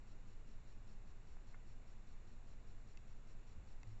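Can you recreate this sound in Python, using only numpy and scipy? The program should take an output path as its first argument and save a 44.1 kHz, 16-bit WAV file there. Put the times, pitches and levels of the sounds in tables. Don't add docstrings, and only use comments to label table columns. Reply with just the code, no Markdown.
import sys
import numpy as np
from scipy import signal
from scipy.fft import rfft, irfft, next_fast_len
from scipy.io import wavfile

SR = 44100
rng = np.random.default_rng(int(sys.argv[2]) if len(sys.argv) > 2 else 0)


def dump(signal):
    limited = np.clip(np.atleast_2d(signal).T, -1, 1)
    pcm = np.round(limited * 32767).astype(np.int16)
    wavfile.write(sys.argv[1], SR, pcm)


N = 176400
CYCLE_HZ, BURST_START_S = 5, .072


def amp(db):
    return 10 ** (np.asarray(db) / 20)


def unit(x):
    return x / np.sqrt(np.mean(x ** 2) + 1e-20)


def along(points, hz):
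    f, v = np.transpose(points)
    return np.interp(np.log(hz + 1), np.log(f + 1), v)


def filtered(x, response):
    size = next_fast_len(len(x) + SR // 2)
    return irfft(rfft(x, size) * response(np.fft.rfftfreq(size, 1 / SR)), size)[:len(x)]


def noise(spectrum):
    return unit(filtered(rng.standard_normal(N), lambda hz: amp(along(spectrum, hz))))


def add(out, s, sound):
    part = out[max(round(s * SR), 0):][:len(sound)]
    part += sound[:len(part)]


def scatter(cycles, spread):
    return spread * rng.standard_normal(size=32)[cycles.astype(int)]


def throb(frame_hz=20, ripple_db=-50.5, ripple_lag_s=.036, scatter_db=1):
    t = np.arange(N) / SR - BURST_START_S

    def swing(lag_s, width_s, db):
        cycles = (t - lag_s) * CYCLE_HZ + 1.5
        from_peak_s = (cycles % 1 - .5) / CYCLE_HZ
        return amp(db + scatter(cycles, scatter_db)) * np.exp(-.5 * (from_peak_s / width_s) ** 2)

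    ripple = amp(ripple_db) * np.cos(2 * np.pi * frame_hz * (t - ripple_lag_s))
    sag = swing(lag_s=.04, width_s=.022, db=-48.7)
    rebound = swing(lag_s=.087, width_s=.014, db=-47.1)
    return ripple - sag + rebound


# (frequency [Hz], relative density [dB])
HISS_SPECTRUM = [(20, 22), (42, 16.5), (65, 12.5), (82, 8.5), (106, 11), (150, 4.5), (300, -0.5),
                 (550, -5.5), (1000, -8.5), (1800, -12), (2750, -14.5), (3000, -17.5), (3190, -26.5),
                 (3380, -19), (4250, -19.5), (4750, -25), (5200, -24.5), (5650, -21.5), (6400, -25),
                 (6850, -18), (7400, -18), (7750, -24.5), (8100, -32.5)]


def hiss(db=-59.5):
    return amp(db) * noise(HISS_SPECTRUM)


# (multiple of the cycle rate, rms level [dB])
HUM_HARMONICS = [(5, -74), (6, -65), (7, -75), (10, -71), (12, -75), (13, -78), (14, -77), (20, -79.5),
                 (22, -71.5), (26, -79.5), (36, -89.5), (40, -85), (42, -83), (44, -88), (46, -84),
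                 (60, -93.5), (88, -92)]
# (frequency [Hz], relative level [dB])
BUZZ_SPECTRUM = [(40, -5), (65, -5), (110, -9), (160, -15), (290, -15.5), (450, -19), (900, -21.5),
                 (2500, -42), (7000, -45.5)]


def hum(buzz_db=-78):
    size = SR // CYCLE_HZ
    hz = np.fft.rfftfreq(size, 1 / SR)
    lines = amp(along(BUZZ_SPECTRUM, hz)) * (hz > 0)
    lines *= amp(buzz_db) / np.linalg.norm(lines)
    for multiple, db in HUM_HARMONICS:
        lines[round(multiple)] = amp(db)
    phases = np.exp(2j * np.pi * rng.random(len(hz)))
    cycle = irfft(lines * phases, size) * size / np.sqrt(2)
    return np.resize(cycle, N)


# (frequency [Hz], relative density [dB])
WHINE_SPECTRUM = [(1000, 0), (3000, -3), (3200, -2.5), (3700, -7.5), (4150, 3.5), (4750, -4), (5200, -6),
                  (5520, 1), (5800, -2.5), (6000, -5), (6400, -9), (6700, -7), (7150, 3.5), (7900, -14.5)]
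# (frequency [Hz], rms level during a burst [dB])
WHINE_PEAKS = [(3963, -98), (5470, -91), (7116, -99.5)]
# (frequency [Hz], relative density [dB])
SWITCH_SPECTRUM = [(300, 4), (900, 0), (2500, -3), (4800, 1), (7500, -1)]


def whine(db=-79, scatter_db=.97, tone_width_hz=150, tick_db=-73.5, tick_decay_s=.005):
    attack_s, release_s = .001, .011
    cycles = (np.arange(N) / SR - BURST_START_S) * CYCLE_HZ + 1
    age_s = cycles % 1 / CYCLE_HZ
    hold_s = .06 + scatter(cycles, .0083)
    gate = np.clip(age_s / attack_s, 0, 1) * np.clip(1 - (age_s - hold_s) / release_s, 0, 1)
    burst = amp(db + scatter(cycles, scatter_db)) * noise(WHINE_SPECTRUM)
    for hz, tone_db in WHINE_PEAKS:
        tone = filtered(rng.standard_normal(N), lambda f: 1 / (1 + (2 * (f - hz) / tone_width_hz) ** 2))
        burst += amp(tone_db + scatter(cycles, scatter_db)) * unit(tone)
    tick_envelope = amp(tick_db + scatter(cycles, scatter_db)) * np.exp(-age_s / tick_decay_s)
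    return gate * burst + tick_envelope * noise(SWITCH_SPECTRUM)


# (frequency [Hz], relative level [dB], t60 [s])
TWIG_MODES = [(758, 0, 0.017), (1040, -1.5, 0.014), (1440, -6.5, 0.034), (1770, -3, .012),
              (2080, -2.5, 0.03), (2623, -0.5, 0.021), (3750, -6, 0.011), (4550, 3, 0.0089),
              (5710, -2.5, 0.011), (7080, 2, .008)]


def twig(low_hz, high_hz, favoured_hz, muted_hz, crack_db):
    attack_s, crack_t60_s = .00015, .0069
    contact_db, contact_octaves = 5, .18
    t = np.arange(SR // 20) / SR
    near = lambda hz, centre_hz: np.exp(-(np.log2(hz / centre_hz) / contact_octaves) ** 2)
    ring = np.zeros(len(t))
    for hz, db, t60 in TWIG_MODES:
        mode_db = db + contact_db * (near(hz, favoured_hz) - near(hz, muted_hz))
        ring += amp(mode_db - 60 * t / t60) * np.sin(2 * np.pi * (hz * t + rng.random()))
    crack = amp(crack_db - 60 * t / crack_t60_s) * rng.standard_normal(len(t))
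    band = signal.butter(5, [low_hz, high_hz], 'band', fs=SR, output='sos')
    return signal.sosfilt(band, (ring + crack) * (1 - np.exp(-t / attack_s)))


# (time [s], gain [dB], low edge [Hz], high edge [Hz], favoured [Hz], muted [Hz], relative crack [dB])
FOOT_TICKS = [(1.3675, -64, 550, 1900, 800, 2600, 3), (1.535, -67, 800, 2400, 1750, 2600, -2),
              (1.543, -55, 820, 2270, 1510, 2700, 7), (2.9733, -61, 1910, 7700, 2660, 3470, -8),
              (3.8314, -59.5, 560, 7360, 2270, 4500, -1)]


def litter(rustles_per_s=12, rustle_db=-84.5, spread_db=4.5):
    out = np.zeros(N)
    for s, db, *timbre in FOOT_TICKS:
        add(out, s, amp(db) * twig(*timbre))
    for when, size, colour in rng.random((round(rustles_per_s * N / SR), 3)):
        low_hz = 300 * 4 ** colour
        tick = twig(low_hz, 3 * low_hz, favoured_hz=2 * low_hz, muted_hz=low_hz, crack_db=2)
        add(out, when * N / SR, amp(rustle_db + spread_db * size) * tick)
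    return out


# (frequency [Hz], relative density [dB])
GROUND_SPECTRUM = [(30, -27), (60, 2), (80, 3.5), (110, -6.5), (150, -17.5), (400, -31), (1500, -43),
                   (5000, -68)]


def shuffle(start_s=3.47, length_s=.34, db=-58.5):
    progress = np.clip((np.arange(N) / SR - start_s) / length_s, 0, 1)
    return amp(db) * np.sin(np.pi * progress) * noise(GROUND_SPECTRUM)


# (time [s], gain [dB], pitch [Hz], rise [s], t60 [s])
LOW_THUDS = [(.232, -61.5, 189, 0.011, 0.23), (.255, -63, 283, 0.0055, .14), (.482, -58, 226, 0.0049, 0.18),
             (.875, -59.5, 209, 0.011, 0.19), (.925, -60, 157, .006, 0.12), (3.08, -68, 210, .008, 0.094),
             (3.858, -44.5, 105.6, 0.025, 0.46)]


def thuds():
    out, t = np.zeros(N), np.arange(SR // 2) / SR
    for s, db, hz, rise_s, t60 in LOW_THUDS:
        envelope = amp(db - 60 * t / t60) * (1 - np.exp(-t / rise_s))
        add(out, s, envelope * np.sin(2 * np.pi * hz * t))
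    return out


def scene():
    camera = hiss() + throb() + hum() + whine()
    return (camera + litter() + thuds() + shuffle())[None]


def record(dry):
    top_hz, taper_hz = 8080, 100
    low_pass = lambda hz: np.clip((top_hz - hz) / taper_hz, 0, 1)
    return np.array([filtered(channel, low_pass) for channel in dry])


dry = scene()
out = record(dry)
dump(out)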